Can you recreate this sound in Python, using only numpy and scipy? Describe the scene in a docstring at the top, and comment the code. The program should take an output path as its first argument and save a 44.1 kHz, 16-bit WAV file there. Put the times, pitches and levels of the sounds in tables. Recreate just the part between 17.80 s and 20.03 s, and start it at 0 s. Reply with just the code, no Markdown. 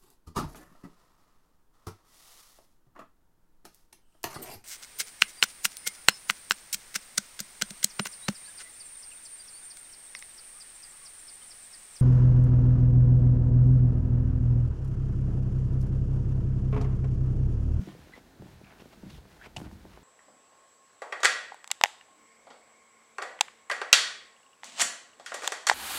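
"""Someone walks at an even pace along a raised boardwalk in open country, over a faint outdoor hush.
From the first step heel and sole strike the deck's modes, and planks knock as falling chirps of bending waves.
Between steps soles scuff as grainy friction noise, and ribbed clothing brushes with short zips of weave ticks.
Late on, after the last zip, one heel lands with a hard clack: a noise crack and short bright modes."""
import sys
import numpy as np
from scipy import signal
from scipy.fft import rfft, irfft
from scipy.io import wavfile

SR = 44100
rng = np.random.default_rng(int(sys.argv[2]) if len(sys.argv) > 2 else 0)


def master(y):
    """Save y as 16-bit WAV."""
    cut = np.clip(np.atleast_2d(y).T, -1, 1)
    pcm = np.round(cut * 32767)  # scale
    wavfile.write(sys.argv[1], SR, pcm.astype(np.int16))


N = 98387
T = np.arange(N) / SR
FREQS = np.maximum(np.arange(N // 2 + 1) * SR / N, 1)


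def from_db(db):
    """Logarithmic level: 20 dB is a tenfold amplitude gain."""
    return 10 ** (np.asarray(db) / 20)


def rms_one(x):
    """Power normalization: scale to a mean square of one."""
    return x / np.sqrt(np.mean(x ** 2) + 1e-20)


def noise(spectrum, tilt_db=0, extra_db=0):
    """Spectral shaping: unit-power noise filtered to a spectrum, tilted by dB per octave."""
    hz, db = np.transpose(spectrum)
    octaves = np.log2(FREQS / hz[0])
    shape_db = np.interp(np.log(FREQS), np.log(hz), db) + tilt_db * octaves + extra_db
    skirt = np.minimum(FREQS / hz[0], 1) ** 4  # steep fall below the first frequency
    white = rfft(rng.standard_normal(N))
    return rms_one(irfft(white * from_db(shape_db) * skirt, N))


def flutter(rate_hz):
    """Random modulation: low-passed noise wobbles smoothly, with unit power."""
    white = rfft(rng.standard_normal(N))
    return rms_one(irfft(white / (1 + (FREQS / rate_hz) ** 2), N))


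def decay(start, t60):
    """Exponential decay: the envelope jumps to 1 and falls 60 dB in t60 seconds."""
    elapsed = np.clip((T - start) / t60, 0, 2)
    return (T >= start) * np.exp(-np.log(1000) * elapsed)


def ring(times, gains, hz, t60):
    """Modal resonance: a damped two-pole oscillator struck by impulses at the given times."""
    clicks = np.zeros(N)
    samples = np.clip((times * SR).astype(int), 0, N - 1)
    np.add.at(clicks, samples, gains)
    radius = np.exp(-np.log(1000) / (t60 * SR))
    angle = 2 * np.pi * hz / SR
    poles = [1, -2 * radius * np.cos(angle), radius * radius]
    return signal.lfilter([0, np.sin(angle)], poles, clicks + 1e-18)


# Heel, sole and weight coming down on the deck.
# Each row: start in seconds, relative level in dB, bass in dB, treble in dB.
FOOTFALLS = [(0.001, -37.5, -36, -8.5), (0.074, -47.5, -19, 11), (0.088, -55, -10, 12),
             (0.134, -60.5, 9, -8), (0.188, -56.5, -2, 2), (0.594, -50, 9.5, -1), (0.623, -46, -23, -10),
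             (0.656, -57, -3, 8.5), (0.724, -61, 14, -31), (0.834, -54.5, -2, -3), (0.995, -63, -1, 11),
             (1.171, -57, -6, 2), (1.231, -45.5, -8, 4.5), (1.263, -43.5, -6, -5.5), (1.292, -54.5, -4, -6),
             (1.328, -56.5, 11, -13), (1.454, -60, -12, 3.5), (1.768, -47, 13, -0.5),
             (1.815, -46.5, -17, 10), (1.838, -49, -4, 2.5), (1.861, -47, -13, 5), (1.924, -51, -12, 4.5),
             (2.044, -55, -16, 5.5)]
# Modes of the deck on its joists. Each row: frequency in Hz, relative level in dB, t60 in seconds.
DECK_MODES = [(44, -21.5, 0.19), (78.5, -9, 0.48), (118.1, -3, 0.42), (139, -24, 0.087), (155.4, -2, 0.21),
              (192.3, 4.5, 0.19), (241.3, -3, 0.15), (257, -14, 0.11), (311.3, -2.5, 0.13),
              (334.4, -13.5, 0.29), (393, -16.5, 0.14), (449, -19, 0.15), (601, -39, 0.11),
              (692, -15, 0.077), (920, -23, 0.06)]
BASS_HZ, BODY_HZ, TREBLE_HZ = 80.5, 186, 319
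MODE_SCATTER_DB = 0.6
DECK_TRAVEL_S = 0.0029  # at the body pitch; lower modes arrive later


def deck_modes():
    """Modal excitation: each footfall rings the deck in a balance that depends on the spot."""
    start, db, bass_db, treble_db = np.transpose(FOOTFALLS)
    scatter_db = MODE_SCATTER_DB * rng.standard_normal((len(start), len(DECK_MODES)))
    out = np.zeros(N)
    for k, (hz, mode_db, t60) in enumerate(DECK_MODES):
        low = np.interp(hz, [BASS_HZ, BODY_HZ], [1, 0])
        high = np.interp(hz, [BODY_HZ, TREBLE_HZ], [0, 1])
        gains = from_db(db + mode_db + low * bass_db + high * treble_db + scatter_db[:, k])
        arrival = start + DECK_TRAVEL_S * (np.sqrt(BODY_HZ / hz) - 1)
        sign = (-1) ** (k // 2)  # polarity flips every two modes
        out += sign * ring(arrival, gains, hz, t60)
    return out


# The rest of the structure. Each row: frequency in Hz, relative spectral level in dB per Hz.
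RUMBLE = [(25, -3), (45, -15), (80, -9.5), (160, 6.5), (300, -16.5), (500, -18.5), (900, -28),
          (1600, -25.5), (4000, -51)]
RUMBLE_DB, RUMBLE_T60_S, RUMBLE_RISE_S = -4.5, 0.5, 0.0086


def deck_rumble():
    """Diffuse decay: the structure rumbles on as noise, the powers of the footfalls adding."""
    power = np.zeros(N)
    for start, db, _, _ in FOOTFALLS:
        rise = np.clip((T - start) / RUMBLE_RISE_S, 0, 1)
        power += (from_db(db) * decay(start, RUMBLE_T60_S) * rise) ** 2
    return from_db(RUMBLE_DB) * np.sqrt(power) * noise(RUMBLE)


# Planks knocking on their joists. Each row: start in seconds, relative level in dB,
# brightness in dB per octave, travel time at 1 kHz in seconds.
KNOCKS = [(0.0683, -45, -7, .0036), (0.0845, -44, 7, .003), (0.118, -48, 5, .003),
          (0.146, -44, -11, 0.0039), (0.27, -43.5, -6.5, 0.0022), (0.291, -44, -7, .003),
          (0.361, -44.5, -3, 0.0033), (0.372, -41, -5, .0045), (0.507, -57, 13, .003),
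          (0.592, -55, -3, 0.0042), (0.619, -38.5, -8, .003), (0.666, -45.5, -2.5, .003),
          (0.811, -42.5, -9, .003), (0.922, -45.5, -2, 0.0027), (0.998, -43, -1, .003),
          (1.018, -42, -7.5, .003), (1.053, -41.5, -9, .0036), (1.129, -44, -3.5, .003),
          (1.228, -41.5, -7.5, .003), (1.262, -50, -1, .003), (1.305, -50, -10, .003),
          (1.347, -45.5, -8, .003), (1.381, -43.5, -9.5, 0.0035), (1.451, -44, -3, 0.00341),
          (1.566, -46.5, 2.5, .003), (1.659, -37, -1, .003), (1.665, -42.5, -12.5, .0036),
          (1.767, -43.5, 3, 0.0034), (1.781, -40.5, 2, .0035), (1.799, -38.5, -2, .003),
          (1.813, -37.5, 1, .003), (1.868, -41.5, 1.5, .003), (1.911, -44, 3, .003),
          (2.050, -38.5, -4.5, .003), (2.172, -40, 1, .003)]
KNOCK_HZ, KNOCK_OCTAVES, KNOCK_DB = 530, 1.015, -3  # centre, width, level
KNOCK_ECHO_DB, KNOCK_ECHO_PATH = -9, 2.1  # back from the plank's end; length against the direct path


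def knock_chirps():
    """Bending-wave dispersion: highs travel faster, so each knock is a quick falling chirp."""
    out = np.zeros(N)
    hz = np.maximum(np.arange(2049) * SR / 4096, 1)
    octave = np.log2(hz / KNOCK_HZ)
    for s, db, tilt_db, travel in KNOCKS:
        shape = np.exp(-.5 * (octave / KNOCK_OCTAVES) ** 2) * from_db(tilt_db * octave)
        lag = 4 * np.pi * travel * np.sqrt(1000 * hz)  # phase; delay goes as 1 / sqrt(Hz)
        direct = np.exp(-1j * lag)
        echo = from_db(KNOCK_ECHO_DB) * np.exp(-1j * lag * KNOCK_ECHO_PATH)
        wave = irfft(shape * (direct + echo))
        wave = wave[:len(wave) // 2]
        knock = from_db(db + KNOCK_DB) * wave / np.abs(wave).max()
        start = int(s * SR)
        out[start:start + len(wave)] += knock[:N - start]
    return out


# Modes of a single plank. Each row: frequency in Hz, relative level in dB, t60 in seconds.
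PLANK_MODES = [(254.5, -13, 0.2), (311, -7, 0.081), (397, -10, 0.084), (464, -6, 0.075), (617, 3.5, 0.11),
               (715.6, 2, 0.15), (790, -6, .1), (909, 0, .16), (1049, 0.5, 0.11), (1453, -2.5, 0.21),
               (1820, -5, 0.15)]
PLANK_MODES_DB = -25.52


def plank_modes():
    """Modal excitation: the dispersed knock reaches each mode of the plank at its own time."""
    start, db, tilt_db, travel = np.transpose(KNOCKS)
    out = np.zeros(N)
    for hz, mode_db, t60 in PLANK_MODES:
        arrival = start + travel * np.sqrt(1000 / hz)
        gains = from_db(db + PLANK_MODES_DB + mode_db + tilt_db * np.log2(hz / KNOCK_HZ))
        out += ring(arrival, gains, hz, t60)
    return out


# Spectrum of rattle and ring. Each row: frequency in Hz, relative spectral level in dB per Hz.
PLANK_NOISE = [(120, -14), (250, 16), (500, 12.5), (750, -2), (1400, -30), (3000, -10), (8000, -23)]
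KNOCK_RING_DB, KNOCK_T60_S = -21, 0.17
RATTLE_DB, RATTLE_T60_S = -16.5, 0.024


def plank_rattle():
    """Two-rate decay: after each knock a noise dies first as a quick rattle, then as a longer ring."""
    power = np.zeros(N)
    for start, db, _, travel in KNOCKS:
        tail = from_db(db + KNOCK_RING_DB) * decay(start + travel, KNOCK_T60_S)
        rattle = from_db(db + RATTLE_DB) * decay(start + travel, RATTLE_T60_S)
        power += (tail + rattle) ** 2
    return np.sqrt(power) * noise(PLANK_NOISE)


# A hard heel edge strikes and chatters. Each row: start in seconds, relative level in dB.
CLACKS = [(1.7633, -48), (1.7644, -39), (1.7655, -39), (1.7675, -45), (1.7689, -39), (1.7795, -51),
          (1.7905, -56), (1.8005, -57), (1.8155, -62), (1.8165, -62)]
# Heel and plank surface. Each row: frequency in Hz, relative level in dB, t60 in seconds.
HEEL_MODES = [(737, -9.5, 0.13), (780, -0.5, 0.056), (883, -12.5, 0.083), (2160, -28, .025),
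              (2200, -13.5, 0.022), (2955, 3, 0.013), (3240, -16, 0.017), (4250, -16, .016),
              (5450, -10, .014), (7020, -19, 0.027), (6970, -18, .022), (7300, -15.5, 0.026),
              (8800, -15, .022)]
HEEL_DB = -1
HEEL_SOFT_HZ = 9500  # low-pass: the contact is not quite sharp


def heel_modes():
    """Impact excitation: hard contacts ring short bright modes, limited by the contact's sharpness."""
    start, db = np.transpose(CLACKS)
    modes = sum(ring(start, from_db(db + mode_db), hz, t60) for hz, mode_db, t60 in HEEL_MODES)
    softening = signal.butter(4, HEEL_SOFT_HZ, fs=SR, output="sos")
    return from_db(HEEL_DB) * signal.sosfilt(softening, modes)


# Spectrum of the crack. Each row: frequency in Hz, relative spectral level in dB per Hz.
CRACK = [(500, -4.5), (1500, -8.5), (2400, 5.5), (5000, -0.5), (8500, -7.5), (11000, -21.5), (13000, -31),
         (16000, -37)]
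CRACK_DB, CRACK_T60_S = -1, .018


def heel_crack():
    """Broadband impact: each hard contact releases a gritty burst of decaying noise."""
    envelope = sum(from_db(db) * decay(start, CRACK_T60_S) for start, db in CLACKS)
    return from_db(CRACK_DB) * noise(CRACK) * envelope


GRIT_PER_S, GRIT_SPREAD_DB = 590, 5
GRIT_LOW_HZ, GRIT_HIGH_HZ = 2180, 9050


def grit():
    """Random impulse train: sand grains snap under a sole as sparse bright clicks of unit power."""
    snaps = rng.random(N) < GRIT_PER_S / SR
    polarity = rng.choice([-1, 1], N)
    sizes = from_db(GRIT_SPREAD_DB * np.clip(rng.standard_normal(N), -2, 2))
    band = signal.butter(2, [GRIT_LOW_HZ, GRIT_HIGH_HZ], "band", fs=SR, output="sos")
    return rms_one(signal.sosfilt(band, snaps * polarity * sizes))


# Soles and cloth rubbing. Each row: peak time in seconds, rise in seconds, fall in seconds,
# relative level in dB, brightness in dB per octave, rasp frequency in Hz.
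SCUFFS = [(0.03, 0.098, 0.038, -63.5, 2.5, 5970), (0.098, .035, .035, -59.5, 0, 3460),
          (0.20, .04, 0.13, -65, -0.5, 1730), (0.369, 0.028, 0.017, -57.5, 0.5, 2080),
          (0.68, .04, 0.091, -66, -1.5, 870), (0.905, 0.046, 0.057, -60, -3, 1550),
          (1.008, 0.013, 0.013, -56.5, 0, 2840), (1.016, 0.018, 0.0079, -58, -2, 5540),
          (1.131, 0.0065, 0.0097, -56, 0.5, 700), (1.305, 0.006, .005, -52, 0.5, 4600),
          (1.346, 0.047, 0.039, -61.5, 3.5, 3560), (1.52, 0.025, .04, -64.5, 1.5, 1820),
          (1.657, 0.021, 0.015, -51.5, -1, 2340), (1.787, 0.013, 0.037, -59, 5, 8850),
          (1.856, 0.0098, 0.011, -55, -1, 1510), (1.925, 0.0084, .015, -67, 8, 900),
          (2.145, 0.042, 0.036, -60.5, 1, 1180)]
# Spectrum of the rubbing. Each row: frequency in Hz, relative spectral level in dB per Hz.
RUB = [(200, -25), (700, 5), (1200, 1.5), (1900, 0.5), (3200, -2.5), (5500, -9), (9000, -20), (16000, -24)]
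RUB_GRAIN_DB, RUB_GRAIN_HZ = 2.5, 184  # depth and rate of the flutter
RASP_DB, RASP_OCTAVES = 7, 0.25  # height and half-width of the resonance
GRIT_DB = -17


def scuffs():
    """Stick-slip friction: grainy noise swells with each stroke, with its own rasp; bright ones crunch."""
    out = np.zeros(N)
    grain = rms_one(from_db(RUB_GRAIN_DB * flutter(RUB_GRAIN_HZ)))
    sand = grit()
    for peak, rise, fall, db, tilt_db, hz in SCUFFS:
        width = np.where(T < peak, rise, fall)
        swell = np.exp(-.5 * np.minimum(np.abs(T - peak) / width, 10) ** 2)
        rasp_db = RASP_DB / (1 + (np.log2(FREQS / hz) / RASP_OCTAVES) ** 2)
        rub = grain * noise(RUB, tilt_db, rasp_db)
        crunch = from_db(GRIT_DB + 2 * tilt_db) * sand
        out += from_db(db) * swell * (rub + crunch)
    return out


# Ribbed cloth sliding on cloth, its pitch following the speed; one list a stroke.
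# Each row: time in seconds, frequency in Hz, level in dB, roughness (held within 0-1).
ZIPS = [
    [(0.320, 1450, -62, 0.49), (0.332, 1900, -63, 0.52), (0.336, 1990, -44.5, .03),
     (0.348, 2016, -57.5, 0.14), (0.356, 2056, -56, 0.2), (0.366, 2100, -62.5, 1)],
    [(0.835, 2300, -68, .8), (0.885, 2450, -66, 0.27), (0.912, 2350, -70, 1.1), (0.93, 1727, -65, 0.77),
     (0.95, 1600, -73, 0.75)],
    [(1.592, 1464, -68, 0.74), (1.618, 1559, -58.5, .6), (1.621, 1680, -52, .15),
     (1.630, 1795, -54.5, 0.43), (1.641, 2186, -62, 1.2), (1.650, 1979, -54.5, 0.8),
     (1.672, 2550, -68, 1.1)],
]
ZIP_JITTER = .2  # share of the speed, at full roughness
ZIP_OCTAVE_DB, ZIP_FLUTTER_DB = -16, 4


def zips():
    """Periodic excitation: weave ticks fuse into a tone with a weak octave; uneven sliding makes it rasp."""
    out = np.zeros(N)
    for stroke in ZIPS:
        s, hz, db, rough = np.transpose(stroke)
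        roughness = np.interp(T, s, np.clip(rough, 0, 1))
        speed = 1 + ZIP_JITTER * roughness * flutter(718)
        phase = 2 * np.pi * np.cumsum(np.interp(T, s, hz) * speed) / SR
        sliding = (T > s[0]) * (T < s[-1])
        level = from_db(np.interp(T, s, db) + ZIP_FLUTTER_DB * flutter(200)) * sliding
        tone = np.sin(phase) + from_db(ZIP_OCTAVE_DB) * np.sin(2 * phase)
        out += level * rms_one(tone)
    return out


# The clothing's faint rustle, which drops between strides. Each row: time in seconds, level in dB.
RUSTLE_LEVEL = [(0, -64.5), (0.27, -66), (0.43, -74), (0.58, -79), (0.68, -64.5), (0.8, -70.5), (0.96, -70),
                (1.06, -66), (1.2, -66), (1.37, -64), (1.43, -82), (1.5, -67.5), (1.63, -66), (1.72, -77),
                (1.85, -70), (2.0, -67.5), (2.12, -70.5), (2.23, -73)]
# Spectrum of the rustle. Each row: frequency in Hz, relative spectral level in dB per Hz.
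RUSTLE = [(500, -7), (900, -0.5), (1700, 1), (3500, -3), (8000, -10.5), (16000, -17)]


def clothing():
    """Amplitude modulation: a faint rustle of noise comes and goes as the walker moves."""
    s, db = np.transpose(RUSTLE_LEVEL)
    return from_db(np.interp(T, s, db)) * noise(RUSTLE)


# The low rumble under the steps. Each row: time in seconds, level in dB.
LOW_SWELL = [(0, -81), (0.25, -57), (0.33, -77), (0.55, -73), (0.75, -57), (0.95, -84), (1.15, -81),
             (1.38, -49.5), (1.5, -71), (1.7, -60), (1.93, -50), (2.12, -58.5), (2.23, -65)]
# Spectrum of the low rumble. Each row: frequency in Hz, relative spectral level in dB per Hz.
LOW_SPECTRUM = [(36, -6), (48, -2.5), (78, 1.5), (110, -11), (200, -20), (800, -54)]


def low_rumble():
    """Amplitude modulation: a low noise slowly swells and sinks."""
    s, db = np.transpose(LOW_SWELL)
    return from_db(np.interp(T, s, db)) * noise(LOW_SPECTRUM)


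# Spectrum of the outdoor hush. Each row: frequency in Hz, relative spectral level in dB per Hz.
HUSH = [(30, -7), (45, 3.5), (96, -3), (161, 0), (216, -1.5), (299, -2.5), (604, -9.5), (955, -11),
        (1180, -17), (1470, -13.5), (2890, -22), (3990, -20), (5090, -23.5), (10000, -29), (15800, -31.5)]
HUSH_DB = -58


def hush():
    """Stationary noise: the open air keeps a steady level and spectrum."""
    return from_db(HUSH_DB) * noise(HUSH)


def scene():
    """Superposition: the walker in the open air, with no walls to answer."""
    steps = deck_modes() + deck_rumble() + heel_modes() + heel_crack()
    knocks = knock_chirps() + plank_modes() + plank_rattle()
    rubbing = scuffs() + zips() + clothing()
    return (steps + knocks + rubbing + low_rumble() + hush())[None]


CUTOFF_HZ = 15900


def record(dry):
    """Band limiting: every frequency from the cutoff up is removed."""
    hz = np.arange(N + 1) * SR / (2 * N)
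    return irfft(rfft(dry, 2 * N) * (hz < CUTOFF_HZ), 2 * N)[:, :N]


dry = scene()
out = record(dry)
master(out)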